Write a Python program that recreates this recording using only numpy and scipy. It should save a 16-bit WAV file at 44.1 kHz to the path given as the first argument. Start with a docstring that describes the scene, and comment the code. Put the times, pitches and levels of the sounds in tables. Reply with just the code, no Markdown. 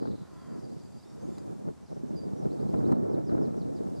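"""Wind gusts buffet a microphone on the bank of a weedy pond, driving its channels mostly in opposition.
Behind them lie a steady far rumble and the faint rustle of plants brushing together. Small birds
whistle, chirp and twitter at a distance, a larger one croaks far off in rough throat pulses, and
reeds and trees scatter the calls. A few dry ticks sound close by. Strong buffets duck the gain."""
import sys
import numpy as np
from scipy import signal
from scipy.fft import rfft, irfft
from scipy.io import wavfile

SR = 44100
rng = np.random.default_rng(int(sys.argv[2]) if len(sys.argv) > 2 else 0)


def materialize(psi):
    """Save the field psi as 16-bit PCM at rate SR to the path in sys.argv[1].

    A 1-D psi becomes a single channel; in a 2-D psi each row is a channel.
    """
    bounded = np.clip(np.atleast_2d(psi).T, -1, 1)
    quanta = np.round(bounded * 32767).astype(np.int16)
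    wavfile.write(sys.argv[1], SR, quanta)


N = 176400
TIME_S = np.arange(N) / SR
BINS_HZ = np.fft.rfftfreq(N, 1 / SR)


def from_db(db):
    """Decibels to gain."""
    return 10 ** (np.asarray(db) / 20)


def unit_rms(x):
    """Scale to RMS 1."""
    return x / np.sqrt(np.mean(x ** 2) + 1e-20)


def colour(x, spectrum, column=1):
    """Filter by a dB spectrum, interpolated over log frequency."""
    spectrum = np.array(spectrum)
    gain_db = np.interp(np.log(BINS_HZ + 1e-9), np.log(spectrum[:, 0]), spectrum[:, column])
    return irfft(rfft(x) * from_db(gain_db), N)


def white():
    """White noise, 0 dB per Hz."""
    return rng.standard_normal(N) * np.sqrt(SR / 2)


def drift(corner_hz):
    """Low-passed noise, RMS 1."""
    return unit_rms(irfft(rfft(white()) / (1 + (BINS_HZ / corner_hz) ** 2), N))


def stereo(mid, side):
    """Mid/side to left/right."""
    return np.array([mid + side, mid - side])


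def panned(x, pan_db):
    """Set left pan_db above right."""
    return x * from_db([[pan_db / 2], [-pan_db / 2]])


def swell(start_s, length_s):
    """Rounded envelope of one call."""
    progress = np.clip((TIME_S - start_s) / length_s, 0, 1)
    return np.sqrt(4 * progress * (1 - progress))


def bursts(rows, decay_s, attack_s=0.00066):
    """Envelope of sudden blows: linear rise, exponential decay."""
    envelope = 0
    for start_s, db in rows:
        age_s = np.maximum(TIME_S - start_s, 0)
        envelope += from_db(db) * np.minimum(age_s / attack_s, 1) * np.exp(-np.minimum(age_s / decay_s, 20))
    return envelope


# Wind strength: t/s, level/dB
GUSTS = [(0.0, -29), (0.06, -27.5), (0.15, -31.5), (0.17, -45), (0.23, -35.5), (0.27, -51), (0.37, -39.5),
         (0.41, -45.0), (0.51, -34), (0.61, -38), (0.67, -34), (0.69, -37), (0.71, -33.5), (0.89, -45),
         (0.97, -38.5), (0.99, -48.0), (1.21, -36.5), (1.3, -30.5), (1.36, -40), (1.38, -34), (1.44, -36.5),
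         (1.51, -27.5), (1.54, -35.0), (1.64, -34.5), (1.69, -26), (1.76, -52), (1.78, -45), (1.8, -49.0),
         (1.84, -37.5), (1.87, -57), (1.92, -29.5), (1.95, -39.5), (1.97, -27), (1.99, -43), (2.01, -32),
         (2.08, -36), (2.11, -29), (2.21, -34), (2.34, -29), (2.37, -32.5), (2.46, -24.5), (2.49, -32),
         (2.55, -29), (2.7, -24.5), (2.73, -27), (2.75, -20), (2.77, -26.5), (2.81, -19.5), (2.84, -20.5),
         (2.88, -21.5), (2.9, -20), (3.14, -23), (3.17, -20), (3.26, -30.5), (3.33, -21.0), (3.49, -26.5),
         (3.52, -29.5), (3.58, -29.5), (3.6, -28), (3.62, -31), (3.66, -25), (3.68, -29.5), (3.71, -28.5),
         (3.74, -31), (3.85, -28.5), (3.94, -33), (3.97, -27.5), (4.0, -35)]
# Turbulence spectrum: f/Hz, side/(dB per Hz), mid/(dB per Hz)
WIND_SPECTRUM = [(30,-73,-101),(45,-91,-76),(67,-61,-82.5),(89.6,-58,-68),(148.5,-48,-64),(200,-47,-65),(295,-48.5,-71),(436,-52,-75),(752,-65,-81),(987,-75,-88),(1350,-85,-90.5),(2000,-101,-103),(2800,-115,-117),(6100,-135,-135)]
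# Sudden eddies: t/s, level/dB
THUMPS = [(.028,-29.5),(.055,-25.5),(.073,-27.5),(1.523,-32.5),(1.686,-29),(2.233,-36),(2.455,-30),(2.741,-18.5),(2.871,-35),(2.921,-15),(3.296,-23.5),(3.317,-24),(3.35,-24),(3.38,-24.5),(3.542,-26.5),(3.87,-30)]
# Thump spectrum: f/Hz, level/dB
THUMP_SPECTRUM = [(60,-30),(130,13.5),(220,0),(450,1.5),(900,-7),(1600,-16.5),(2600,-58),(6000,-85)]


def wind(ref_db=-22.5, centre_hz=224, swing_per_octave=0.09, low_cut_hz=68.5):
    """Turbulence on the microphone ports: gusts swing high bands most, sudden eddies thump."""
    gust_db = np.interp(TIME_S, *np.transpose(GUSTS)) - ref_db
    eddy_db = 0.66 * drift(21) + 1.5 * drift(80)
    spectra = rfft(stereo(colour(white(), WIND_SPECTRUM, 2), colour(white(), WIND_SPECTRUM, 1)))
    bin_octave = np.clip(np.log2(BINS_HZ / centre_hz + 1e-9), -2, 4)
    out = 0
    for octave in range(-2, 5):
        band = irfft(spectra * np.maximum(1 - abs(bin_octave - octave), 0), N)
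        swing_db = (gust_db + eddy_db) * (1 + swing_per_octave * octave)
        flicker_db = 2.03 * drift(21)
        out += band * from_db(swing_db + flicker_db - 3)
    thumps = unit_rms(colour(white(), THUMP_SPECTRUM)) * bursts(THUMPS, decay_s=0.0033)
    out += stereo(from_db(-12) * thumps, thumps)
    low_cut = signal.butter(5, low_cut_hz, "high", fs=SR, output="sos")
    return panned(signal.sosfilt(low_cut, out), pan_db=-0.61)


# Background spectrum: f/Hz, mid/(dB per Hz), side/(dB per Hz)
AIR_SPECTRUM = [(30,-99,-102),(49,-101,-104),(77.3,-83.5,-94),(168,-87.5,-99),(330,-93.5,-107),(850,-93,-99),(950,-95.5,-101),(1366,-101,-105),(2040,-107.5,-111),(3110,-112,-115),(4600,-109.5,-113.5),(6300,-110.5,-114),(8140,-112.5,-114),(10500,-119,-120.5),(13200,-125,-126),(14600,-131,-132)]


def air():
    """Steady far rumble and fine hiss."""
    return stereo(colour(white(), AIR_SPECTRUM, 1), colour(white(), AIR_SPECTRUM, 2))


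# Breeze in the plants: t/s, level/dB
RUSTLE_LEVELS = [(0,-9),(.6,-2.5),(1.1,-2.5),(1.35,0.5),(1.58,-2),(1.75,-11),(2.3,-3),(2.72,-0.5),(2.85,0),(3.4,-4.5),(3.95,0.5)]
# Leaf spectrum: f/Hz, level/(dB per Hz)
RUSTLE_SPECTRUM = [(1500,-125),(3000,-116),(5000,-112),(8500,-112),(11000,-119),(15000,-127)]


def rustle(grains_per_s=2500, spread_db=3):
    """Leaves and stems brush together in dense tiny grains."""
    impulses = (rng.random((2, N)) < grains_per_s / SR) * rng.choice([-1, 1], (2, N))
    grains = impulses * from_db(spread_db * np.minimum(rng.exponential(1, (2, N)), 5))
    breeze = from_db(np.interp(TIME_S, *np.transpose(RUSTLE_LEVELS)))
    return colour(unit_rms(grains) * np.sqrt(SR), RUSTLE_SPECTRUM) * breeze


def scatter(x, wet_db, t60_s=0.5):
    """Add the diffuse echo of reeds and trees around the water."""
    mid, side = rng.standard_normal((2, SR)) * from_db(-60 * TIME_S[:SR] / t60_s)
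    tail = stereo(mid, from_db(-4) * side)
    tail /= np.sqrt(np.sum(tail ** 2, axis=1, keepdims=True))
    return x + from_db(wet_db) * signal.fftconvolve(x, tail, axes=1)[:, :N]


def bird_notes(rows, waver_depth, waver_hz, tremor_db=2):
    """Each note is one unsteady tone gliding through three pitches."""
    out = np.zeros((2, N))
    waver = 1 + waver_depth * drift(waver_hz)
    tremor = from_db(tremor_db * drift(60))
    for start_s, length_s, *pitches_hz, db, pan_db in rows:
        on = (TIME_S > start_s) & (TIME_S < start_s + length_s)
        progress = (TIME_S[on] - start_s) / length_s
        glide_hz = np.polyval(np.polyfit([0, .5, 1], pitches_hz, 2), progress)
        tone = np.sin(2 * np.pi * np.cumsum(glide_hz * waver[on]) / SR)
        envelope = from_db(db) * np.sin(np.pi * progress) ** 0.44 * tremor[on]
        out[:, on] += panned(envelope * tone, pan_db)
    return out


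# Buzzy falling calls: t/s, length/s, start f/Hz, middle f/Hz, end f/Hz, level/dB, pan L-R/dB
BUZZ_NOTES = [(-.06,0.17,4900,4580,4240,-67.5,-5),(0.0,0.28,4350,4060,3820,-72,-5),(2.07,.04,6360,6140,5500,-72.5,-6),(3.945,0.085,5120,4560,4170,-67,5)]
# Thin whistles: t/s, length/s, start f/Hz, middle f/Hz, end f/Hz, level/dB, pan L-R/dB
WHISTLE_NOTES = [(.05,.19,4260,4080,3870,-76,-6),(.36,0.16,3390,3270,3130,-78,-9),
                 (.95,.068,4900,4770,5240,-67.5,-2),(.995,.04,3750,3850,4160,-77,0),(1.02,0.15,5200,5500,5370,-71.5,-2),(1.035,0.1,3450,3710,3570,-74.5,-3),
                 (1.195,0.083,5970,6380,7020,-69,-3),(1.295,0.11,6990,7200,6580,-71.5,5),(1.245,.06,4750,5000,5200,-75,2),(1.285,.1,3380,3600,3300,-75.5,-3),(1.362,0.05,5080,4880,4800,-70,-1),
                 (2.157,.048,4920,4750,4720,-57,-5),(2.2,.052,4660,4720,4820,-62.5,-3),
                 (2.345,0.069,5700,5770,5900,-71,-7),(3.315,.045,6300,6380,6360,-73,0)]
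# Quick rising chips: t/s, level/dB
RISING_CHIPS = [(0.691,-70),(.785,-73),(2.503,-66.5),(2.587,-68.5),(2.675,-68.5),(2.762,-71),(2.849,-67.5),(2.942,-70.5)]
CHIP_S, CHIP_HZ, CHIP_PAN_DB = .034, (3800, 4420, 5300), -3.5
# Falling chirps, each with a short high lead note: t/s, level/dB
FALLING_CHIRPS = [(1.848,-71.5),(2.405,-76),(3.106,-67),(3.26,-66.5),(3.42,-68),(3.58,-68),(3.74,-68)]
CHIRP_S, CHIRP_HZ, CHIRP_PAN_DB = .05, (5600, 4700, 3600), -3
LEAD_S, LEAD_HZ, LEAD_DB = .03, (5650, 5750, 5500), -3.5


def songbirds():
    """Small birds whistle; farther off, buzzes, chips and chirps arrive more scattered."""
    rows = [(t, CHIP_S, *CHIP_HZ, db, CHIP_PAN_DB) for t, db in RISING_CHIPS]
    for t, db in FALLING_CHIRPS:
        rows.append((t - 0.75 * LEAD_S, LEAD_S, *LEAD_HZ, db + LEAD_DB, CHIRP_PAN_DB))
        rows.append((t, CHIRP_S, *CHIRP_HZ, db, CHIRP_PAN_DB))
    song = bird_notes(rows, waver_depth=.022, waver_hz=200)
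    buzzes = bird_notes(BUZZ_NOTES, waver_depth=.095, waver_hz=1400)
    far = scatter(song + buzzes, wet_db=-2, t60_s=.075)
    whistles = bird_notes(WHISTLE_NOTES, waver_depth=.006, waver_hz=160)
    return scatter(whistles, wet_db=-9) + from_db(-0.6) * scatter(far, wet_db=-3)


# Far twittering: t/s, length/s, f/Hz, width/Hz, level/dB
TWITTER_BANDS = [(.1,1.4,4740,235,-74),(0.156,1.6,7250,540,-80.5),(0.497,.34,5390,990,-74),(1.87,.14,5550,700,-75),(2.36,.1,5560,600,-76),(3.3,0.32,5450,450,-80)]


def twitter(flicker_db=2.5, flicker_hz=25):
    """Far birds merge into narrow flickering noise bands."""
    out = 0
    for start_s, length_s, hz, width_hz, db in TWITTER_BANDS:
        carrier = np.sin(2 * np.pi * hz * TIME_S)
        mid, side = (drift(width_hz / 2) * carrier for _ in range(2))
        envelope = swell(start_s, length_s) * from_db(db + flicker_db * drift(flicker_hz))
        out += stereo(mid, 0.52 * side) * envelope
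    return out


# Far hoarse calls: t/s, length/s, f/Hz, level/dB
CROAK_CALLS = [(0.163,0.24,334,-68),(0.303,0.33,326.4,-64.5),(1.084,.48,316,-71)]
# Throat resonances: f/Hz, level/dB
THROAT_SPECTRUM = [(400,-31),(850,-6),(980,1.5),(1350,1),(1700,-9),(1950,-9.5),(2200,-17.5),(2600,-21),(3500,-37)]


def croaks(pitch_arch=.13, jitter=.072):
    """A larger bird's uneven throat pulses; their rate rises and falls with each call."""
    out = 0
    for start_s, length_s, hz, db in CROAK_CALLS:
        effort = swell(start_s, length_s)
        pitch_hz = hz * (1 + pitch_arch * (effort ** 2 - .5))
        cycles = [np.cumsum(pitch_hz * (1 + jitter * drift(300))) / SR for _ in range(2)]
        pulses = np.diff(np.floor(cycles), prepend=0)
        mid, side = (unit_rms(colour(train - train.mean(), THROAT_SPECTRUM)) for train in pulses)
        out += stereo(mid, from_db(-7) * side) * effort * from_db(db)
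    return scatter(out, wet_db=-3)


# Close ticks: t/s, level/dB
DRY_TICKS = [(1.3815,-47.5),(2.727,-57),(2.9215,-48),(3.468,-60)]
# Tick spectrum: f/Hz, level/dB
TICK_SPECTRUM = [(200,-19),(850,18),(1300,5.5),(1950,10),(2900,-4),(4100,6.5),(5000,1),(7600,4),(11000,-7),(15000,-28)]


def ticks():
    """Short dry cracks near the microphone."""
    mid, side = (unit_rms(colour(white(), TICK_SPECTRUM)) for _ in range(2))
    return stereo(mid, from_db(-7) * side) * bursts(DRY_TICKS, decay_s=0.0028)


def scene():
    """Wind and ticks in front; air, plants and birds behind."""
    return wind() + air() + rustle() + songbirds() + twitter() + croaks() + ticks()


LIMIT_DB, ATTACK_S, RECOVER_DB_PER_S, CUTOFF_HZ = -14, 0.0055, 5, 15400


def record(dry):
    """Peak limiter with slow recovery, then a steep low-pass."""
    peak_db = 20 * np.log10(abs(dry).max(axis=0) + 1e-9)
    over_db = np.maximum(peak_db - LIMIT_DB, 0)
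    recovery_db = RECOVER_DB_PER_S * TIME_S
    held_db = np.maximum.accumulate(over_db + recovery_db) - recovery_db
    pole = np.exp(-1 / (ATTACK_S * SR))
    gain = from_db(-signal.lfilter([1 - pole], [1, -pole], held_db))
    low_pass = signal.ellip(10, .1, 70, CUTOFF_HZ, fs=SR, output="sos")
    return signal.sosfilt(low_pass, dry * gain)


dry = scene()
out = record(dry)
materialize(out)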